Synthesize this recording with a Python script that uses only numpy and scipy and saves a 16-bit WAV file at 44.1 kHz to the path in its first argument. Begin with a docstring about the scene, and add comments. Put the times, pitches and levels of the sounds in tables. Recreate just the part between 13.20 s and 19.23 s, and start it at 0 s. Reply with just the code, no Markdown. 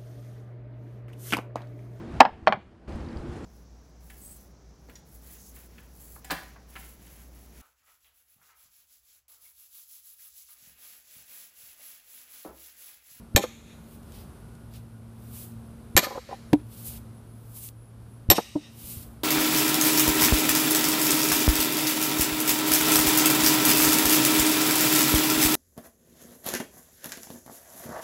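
"""Splitting a log in a yard

On a lawn, a few metres from the camera microphone, a maul drives a steel wedge into a log. Each blow is
crackling noise, beating steel modes, wood modes and a low ground thump; knocks on wood are short modes and
gloves on the handle are banded hiss. Yard echoes are shaped noise; behind lie a far motor's wavering partials,
low rumble, a faint tone and a cricket's narrow hiss. The camera turns its gain down after sharp loud sounds."""
import sys
import numpy as np
from scipy import signal
from scipy.fft import rfft, irfft
from scipy.io import wavfile
from scipy.ndimage import uniform_filter1d, minimum_filter1d

SR = 44100
rng = np.random.default_rng(int(sys.argv[2]) if len(sys.argv) > 2 else 0)


def to_wav(sig):
    """Store sig (one row per channel, or 1-D mono) as 16-bit WAV at the path in sys.argv[1].

    Samples outside -1..1 are clipped; the rate is SR.
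    """
    pcm = np.clip(np.atleast_2d(sig), -1, 1) * 32767
    pcm = np.round(pcm).astype(np.int16)
    wavfile.write(sys.argv[1], SR, pcm.T)  # frames by channels


N = 266099
T = np.arange(N) / SR

# Background: spectrum of the distant air and rumble: f/Hz, relative density/dB per Hz
AIR_SPECTRUM = [(15, -47.5), (30, -21.5), (60, -4), (100, -10.5), (170, -11), (300, -18), (442, -22),
                (756, -27.5), (1440, -31.5), (1830, -39), (4200, -43.5), (7020, -48), (10200, -39),
                (15300, -51.5)]
# slow course of that bed: t/s, level/dB
AIR_LEVEL = [(0, -50.5), (.5, -50.5), (1.7, -50.5), (3.5, -50.5), (4.2, -53), (6.03, -52.5)]
# far motor: t/s, first partial level/dB, second partial level/dB
MOTOR_LEVELS = [(0, -64, -49), (.6, -64, -52), (1.0, -56, -56), (1.5, -46.5, -54), (2.401, -46, -48),
                (3, -56, -53), (3.5, -43.5, -50), (4, -47.5, -53), (4.5, -47, -65), (4.9, -48, -61.5),
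                (5.3, -51.5, -54), (6.03, -52, -54)]
MOTOR_HZ = 114
# cricket trills: t/s, length/s
CRICKET_TRILLS = [(2.452, 0.048), (2.698, 0.14), (3.09, 0.1), (3.25, .22), (3.919, 0.1), (4.045, 0.18),
                  (4.549, .17), (4.877, 0.14)]
CRICKET_HZ, CRICKET_DB = 10300, -69
# a faint thin tone comes and goes: t/s, length/s
WHINE_SPANS = [(.5, 0.14), (1.17, 0.34), (1.7, 0.11)]
WHINE_HZ, WHINE_DB = 1445, -69

# Yard: spectrum of the near returns: f/Hz, relative density/dB per Hz
YARD_SPECTRUM = [(200, -8.5), (600, -13.5), (2000, -4.5), (4000, -2.5), (8000, -7), (12500, -2),
                 (15500, -23.5)]
# distinct returns: delay/s, level/dB, spread/s
NEAR_RETURNS = [(.014, -5, 0.0077), (.068, -15.5, 0.014)]
# one house front answers more clearly: delay/s, level/dB, spread/s
HOUSE_RETURN = (0.346, -42.5, .04)
YARD_DB = -38  # level of all returns; the other yard levels are relative to it
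SCATTER_DB, SCATTER_T60_S = -21, 1  # the diffuse wash under the distinct returns
FAR_DB, FAR_T60_S = -26.5, 0.87  # late returns from houses further off, mids only
RING_SHARE, WOOD_SHARE = .4, 0.23  # part sent to the yard; the thin ring beams upward and returns weaker

# Handle: gloves sliding: full level from t/s, hold/s, hiss level/dB, rasp against hiss/dB, rise/s, fall/s
# (the level changes by 20 dB over each rise and fall)
GLOVE_SLIDES = [(0.727, .03, -60.5, -9.5, 0.15, .05), (0.945, 0.071, -59.5, -3, .12, 0.077),
                (1.549, 0.017, -58, -2, 0.057, 0.07), (2.033, 0.05, -65.5, -8.5, 0.12, .1),
                (2.154, 0.086, -47.5, -13.5, 0.088, 0.1), (3.52, .09, -55.5, -8.5, 0.064, .1),
                (3.67, 0.0092, -41.5, -21, 0.089, 0.087), (3.725, 0.049, -52.5, -7, .1, 0.027),
                (4.24, .05, -66, -12, 0.23, .1), (4.367, 0.12, -45.5, -17, 0.072, 0.027),
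                (5.6, .05, -54, -9, .08, .1), (5.69, .03, -42, -15, .1, .15), (5.77, .06, -55, -9, .1, .04)]
SLIDE_CURVE = 0.98  # 1 = straight fade in dB, more = rounder top and steeper ends
# leather catching with a tick: t/s, starting level/dB
GLOVE_CATCHES = [(0.831, -57.5), (0.921, -50), (1.352, -56), (1.538, -51), (2.319, -57), (4.488, -42)]

# Log: soft low thuds, perhaps a foot on turf: t/s, relative level/dB, f/Hz
SOFT_THUDS = [(5.64, -39, 70.6), (5.769, -34.5, 90)]
# loose wood rattling after the second blow: t/s, length/s, level/dB
WOOD_RATTLES = [(2.826, 0.079, -40), (2.892, 0.111, -39), (3.089, .065, -40.5)]
# the head's flank snaps against the bark: t/s, level/dB, t60/s
FLANK_SNAP = (3.3315, -24.5, 0.022)
# spectrum of that snap: f/Hz, relative density/dB per Hz
SNAP_SPECTRUM = [(700, -4), (1300, 2), (2300, 4), (3800, -2), (5500, -11), (9000, -13), (13000, -14),
                 (15300, -17)]
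# the loose wedge pings once: level before the soft onset/dB, f/Hz
WEDGE_PING = (-22, 1227)
PING_S, PING_T60_S = 2.838, .09
# knocks on wood: t/s, relative level/dB, f/Hz, overtone level/dB, crunch level/dB
# (overtones and crunch are relative to the first mode)
WOOD_KNOCKS = [(0.239, -12, 502, -17.5, -5), (2.829, -19, 578, -7.5, -22), (2.868, -23.5, 535, -10, -2),
               (2.956, -20, 553, -15, -27), (2.976, -16.5, 503, -24, -5), (3.09, -26.5, 553, -13, -16),
               (3.128, -18.5, 772, -26, -22), (3.332, 0, 295.9, -10, -17.5), (5.182, -14, 474, -12.5, 7),
               (5.356, -6, 298, -13, -12)]
# overtones of a knock: multiple of the pitch, relative level/dB
KNOCK_OVERTONES = [(.6, 12), (.76, 9.5), (1.35, 4), (1.85, 2), (2.5, 0.5), (3.2, -0.5)]
# in cycles of the pitch: fade by 60 dB, build-up, and start ahead of the listed time
KNOCK_CYCLES, PUSH_CYCLES, LEAD_CYCLES = 24.2, 7.9, 0.856

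# Main source: steel contacts, two to a blow: t/s, spot struck (0 to 2), crack level/dB, crack t60/s,
# steel ring level/dB, wood level/dB, crunch level/dB, ground thump level/dB
STEEL_CONTACTS = [(0.1618, 0, -20, 0.098, -13, -23, -14.5, -13.5),
                  (0.176, 0, -37.5, 0.022, -39, -17.5, -27, -36),
                  (2.7659, 1, -16.5, 0.077, -19, -17.5, -20.5, -21),
                  (2.776, 1, -17, 0.076, -15.5, -19.5, -27, -48),
                  (5.1013, 2, -9, 0.015, -14, -23, -16.5, -20),
                  (5.112, 2, -15.5, 0.048, -23, -16, -22.5, -20.5)]
# spectrum of steel cracking on steel: f/Hz, relative density/dB per Hz
CRACK_SPECTRUM = [(500, -0.5), (1800, -1), (4000, 1), (4800, -6.5), (6300, -6), (7500, -1.5), (8300, -4.5),
                  (10500, -13.5), (11800, -4), (13000, -7), (13800, -13), (14800, -6.5)]
# modes of wedge and head: f/Hz, t60 before the common drain/s, then relative level/dB at spots 0, 1 and 2
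STEEL_MODES = [(1204, 0.74, -23, -14.5, -18), (1770, 0.3, -8, -5, -11), (2400, 0.3, -9.5, -9.5, -8),
               (3173, 0.39, -10, -25, -17.5), (3900, 0.1, -4, -12, -13), (4360, .22, -11, -32, -9.5),
               (5530, .4, -14, -11, -1), (6540, 0.45, -14.5, -9.5, -15), (7544, 0.13, -4, -2, 1),
               (8440, .17, -9.5, -47, -12), (11810, 0.13, -9, 2.5, 7.5), (12000, 0.2, -22.5, -5.5, -17.5),
               (12700, 0.33, -12, -7, -11), (13940, .07, -5.5, -21, -14.5)]
# modes of the wood under the wedge, before scatter: f/Hz, relative level/dB, t60 in a blow/s
WOOD_MODES = [(152, -11, 0.055), (348.7, -0.5, 0.059), (523, 0.5, 0.034), (780, -3, 0.082),
              (1000, -8.5, 0.11), (1272, -21.5, 0.083)]
WOBBLE = .004  # share by which the ringing pitch wanders while the wedge shifts in the wood

# Camera
HOLD_S, TOP_HZ = .27, 15350  # hold of the lowered gain, upper limit of the sound


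def undb(db):
    """Amplitude factor of a level in dB."""
    return 10 ** (np.asarray(db) / 20)


def unit(x):
    """Scale to rms 1."""
    return x / np.sqrt(np.mean(x ** 2))


def band(x, lo_hz, hi_hz):
    """Keep the band between two frequencies."""
    return signal.sosfilt(signal.butter(2, [lo_hz, hi_hz], "bandpass", fs=SR, output="sos"), x)


def noise_band(size, lo_hz, hi_hz):
    """White noise passed through one band."""
    return band(rng.standard_normal(size), lo_hz, hi_hz)


def coloured(points, size):
    """Noise of rms 1 whose spectrum follows (Hz, dB) points."""
    hz, db = np.transpose(points)
    f = np.maximum(np.arange(size // 2 + 1) * SR / size, 1)
    shape = undb(np.interp(np.log(f), np.log(hz), db, -60))
    return unit(irfft(rfft(rng.standard_normal(size)) * shape, size))


def fade(t, t60):
    """Exponential decay by 60 dB in t60."""
    return np.exp(-np.log(1000) * t / t60)


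def ring(t, hz, t60, phase=0):
    """A single decaying mode."""
    return fade(t, t60) * np.sin(2 * np.pi * hz * t + phase)


def bump(t, s, db, spread):
    """A bell-shaped swell around time s."""
    return undb(db) * np.exp(-((t - s) / spread) ** 2)


def gate(spans, edge=0.044):
    """Open during each (start s, length s), with straight ramps inside its ends."""
    return sum(np.clip(np.minimum(T - s, s + length - T) / edge, 0, 1) for s, length in spans)


def add(out, s, x):
    """Mix x into out from time s."""
    i = int(s * SR)
    out[i:i + len(x)] += x[:N - i]


def walk(rate):
    """Random levels held 1 / rate s and slewed twice; spread near 1."""
    k = int(SR / rate)
    steps = np.repeat(rng.standard_normal(N // k + 1), k)
    return 1.3 * uniform_filter1d(uniform_filter1d(steps, k), k)[:N]


def follow(x, s):
    """Smooth x by an exponential running mean with time constant s."""
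    k = 1 / (s * SR)
    return signal.lfilter([k], [1, k - 1], x)


def crunch(t, hz, t60):
    """Fibres giving way: a short burst of low noise."""
    lo_hz, hi_hz = 0.27 * hz, 1.8 * hz
    noise = noise_band(len(t), lo_hz, hi_hz)
    return unit(band(noise, lo_hz, hi_hz)) * fade(t, t60)


def air():
    """Distant traffic, leaves and microphone hiss as shaped noise; the bass comes in lumps."""
    bed = coloured(AIR_SPECTRUM, N)
    bed = bed + band(bed, 31, 110) * (undb(2.7 * walk(10)) - 1)
    return bed * undb(np.interp(T, *np.transpose(AIR_LEVEL)) + 1.1 * walk(5))


def motor_hum():
    """A far motor: two locked partials that waver in level and slightly in pitch."""
    s, db1, db2 = np.transpose(MOTOR_LEVELS)
    turn = 2 * np.pi * np.cumsum(MOTOR_HZ * (1 + 0.0072 * walk(21))) / SR
    first = undb(np.interp(T, s, db1) + 2.1 * walk(25)) * np.sin(turn)
    second = undb(np.interp(T, s, db2) + 0.83 * walk(10)) * np.sin(2 * turn)
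    return first + second


def whine():
    """A faint thin tone: one sine, gated."""
    return undb(WHINE_DB) * gate(WHINE_SPANS) * np.sin(2 * np.pi * WHINE_HZ * T)


def cricket():
    """Short trills of narrow high hiss."""
    hiss = unit(noise_band(N, CRICKET_HZ - 170, CRICKET_HZ + 170))
    return undb(CRICKET_DB) * gate(CRICKET_TRILLS) * hiss


def yard(x):
    """Scattered returns from trees, fence and houses: x convolved with shaped, fading noise."""
    t = T[:int(.65 * SR)]
    scatter = undb(SCATTER_DB) * fade(t, SCATTER_T60_S)
    level = scatter + sum(bump(t, *r) for r in NEAR_RETURNS)
    # nothing comes back before the centre of the first return
    echo = coloured(YARD_SPECTRUM, len(t)) * undb(YARD_DB) * (t > NEAR_RETURNS[0][0]) * level
    # air and leaves soak up the treble on the longer paths
    echo -= (1 - fade(t, 1.2)) * band(echo, 9500, 14000)
    far = unit(noise_band(len(t), 1500, 5000))
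    far_level = undb(FAR_DB) * (1 - fade(t, 0.66)) * fade(t, FAR_T60_S) + bump(t, *HOUSE_RETURN)
    echo += undb(YARD_DB) * far * far_level
    return signal.fftconvolve(x, echo)[:N]


def gloves():
    """Leather rubbing wood: a smooth bright hiss with a darker rasp; now and then it catches."""
    bright = unit(noise_band(N, 8900, 17000) + 0.11 * noise_band(N, 4500, 14000))
    dark = unit(noise_band(N, 2300, 5500))
    out = np.zeros(N)
    for s, hold, db, rasp_db, rise, fall in GLOVE_SLIDES:
        away = np.maximum(0, np.maximum((s - T) / rise, (T - s - hold) / fall))
        out += undb(db - 20 * away ** SLIDE_CURVE) * (bright + undb(rasp_db) * dark)
    out *= undb(1.2 * walk(40))  # uneven rubbing
    t = T[:SR // 20]
    for s, db in GLOVE_CATCHES:
        add(out, s, undb(db) * unit(noise_band(len(t), 2500, 11300)) * fade(t, 0.013))
    return out


def rattle(rate=500):
    """Dense, soft, uneven taps into three wood modes; rate is taps per second."""
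    taps = (rng.random(N) < rate / SR) * rng.standard_normal(N)
    t = T[:SR // 10]
    modes = sum(undb(db) * ring(t, hz, .5 * t60) for hz, db, t60 in WOOD_MODES[2:5])
    body = (1 - fade(t, 0.005)) * modes
    level = sum(undb(db) * gate([(s, length)], edge=0.018) for s, length, db in WOOD_RATTLES)
    return level * unit(signal.fftconvolve(taps, body)[:N])


def wedge_ping():
    """One soft ping near the lowest steel mode."""
    out, t = np.zeros(N), T[:SR // 5]
    db, hz = WEDGE_PING
    add(out, PING_S, undb(db) * (1 - fade(t, 0.043)) * ring(t, hz, PING_T60_S))
    return out


def flank_snap():
    """A short bright snap of noise with a weak longer tail."""
    out, t = np.zeros(N), T[:SR // 10]
    s, db, t60 = FLANK_SNAP
    decay = fade(t, t60) + 0.071 * fade(t, 0.087)
    add(out, s, undb(db) * coloured(SNAP_SPECTRUM, len(t)) * decay)
    return out


def knocks():
    """The head bounces on wood: a soft push rings a few short modes; low knocks ring longer."""
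    out, t = np.zeros(N), T[:SR // 5]
    for s, db, hz, over_db, crunch_db in WOOD_KNOCKS:
        t60 = KNOCK_CYCLES / hz
        overtones = sum(undb(over_db + d) * ring(t, hz * m, 0.4 * t60) for m, d in KNOCK_OVERTONES)
        x = ring(t, hz, t60) + overtones
        x += undb(crunch_db) * crunch(t, 1.36 * hz, 0.84 * t60)
        push = (1 - fade(t, PUSH_CYCLES / hz)) ** 2
        add(out, s - LEAD_CYCLES / hz, -undb(db) * x * push)
    return out


def thumps(lead=.013, hz=62, t60=.07):
    """The ground carries a low thump just ahead of the airborne crack; soft thuds are single modes."""
    out, t = np.zeros(N), T[:SR // 4]
    for s, *_, thump_db in STEEL_CONTACTS:
        body = ring(t, hz, t60) + 1.4 * ring(t, 1.58 * hz, t60) + 0.36 * ring(t, 3.1 * hz, t60)
        add(out, s - lead, -undb(thump_db) * (1 - fade(t, 0.0068)) * body)
    for s, db, thud_hz in SOFT_THUDS:
        # the extra gain offsets the slow onset
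        add(out, s, undb(db + 5.5) * (1 - fade(t, 0.019)) * ring(t, thud_hz, 0.073))
    return out


def crack(t, db, t60):
    """Steel on steel: noise with a sharp onset while the faces grind on each other, then part."""
    grit = undb(3.9 * walk(700))[:len(t)]  # the contact crackles unevenly
    pressed = fade(t ** 2, t60 ** 2 / 3)
    level = .6 * pressed + 0.15 * fade(t, t60) + 5.3 * fade(t, 0.0046)
    return undb(db) * coloured(CRACK_SPECTRUM, len(t)) * grit * level


def log_answer(t, wood_db):
    """The log's modes build up softly, their level and pitch scattered from contact to contact."""
    out = np.zeros(len(t))
    for (hz, db, t60), (a, b) in zip(WOOD_MODES, rng.standard_normal((len(WOOD_MODES), 2))):
        out += undb(wood_db + db + 1.5 * a) * (1 - fade(t, .006)) * ring(t, hz * (1 + .03 * b), t60)
    return out


def steel_ring(t, ring_db, spot):
    """Wedge and head ring: the tapered wedge splits each mode into a close pair that beats."""
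    out = np.zeros(len(t))
    shaky = t + WOBBLE * np.cumsum(walk(300)[:len(t)]) / SR
    drain = fade(t, 0.06) + 0.088  # most of the ring drains fast into the wood; a weak part lingers
    for (hz, t60, *db), (a, b) in zip(STEEL_MODES, rng.standard_normal((len(STEEL_MODES), 2))):
        pair = ring(shaky, hz * (1 + .002 * a), t60) + .6 * ring(shaky, hz * (1 + .008 * b), t60)
        out += undb(ring_db + db[round(spot)]) * drain * pair
    return out


def blows():
    """Steel strikes steel: the crack with the log's answer, and apart from it the ring."""
    cracks, rings, t = np.zeros(N), np.zeros(N), T[:SR // 2]
    for s, spot, crack_db, t60, ring_db, wood_db, crunch_db, _ in STEEL_CONTACTS:
        x = crack(t, crack_db, t60) + log_answer(t, wood_db)
        add(cracks, s, x + undb(crunch_db) * crunch(t, 450., 0.12))
        add(rings, s, steel_ring(t, ring_db, spot))
    return cracks, rings


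def scene():
    """Background, handle, log and blows, with the yard answering blows and wood."""
    around = air() + motor_hum() + whine() + cricket() + gloves()
    wood = rattle() + wedge_ping() + flank_snap() + knocks()
    cracks, rings = blows()
    echoes = yard(cracks + RING_SHARE * rings + WOOD_SHARE * wood)
    return (cracks + rings + wood + echoes + thumps() + around)[None]


def record(dry, top=0.023, squeeze=0.22):
    """Camera gain ducks on sharp loud sounds, holds, then lets go; peaks round off, the top is cut."""
    loud = follow(np.abs(band(dry[0], 1000, 15400)), 0.0022)
    gain = np.minimum(1, (top / (loud + 1e-9)) ** squeeze)
    size = int(HOLD_S * SR)
    held = minimum_filter1d(gain, size=size, origin=(size - 1) // 2)  # lowest gain of the past HOLD_S
    gain = follow(held - 1, 0.067) + 1  # smoothed from a start at full gain
    x = np.tanh(1.778 * dry * gain) / 1.331
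    return signal.sosfilt(signal.ellip(10, .2, 60, TOP_HZ, fs=SR, output="sos"), x)


dry = scene()
out = record(dry)
to_wav(out)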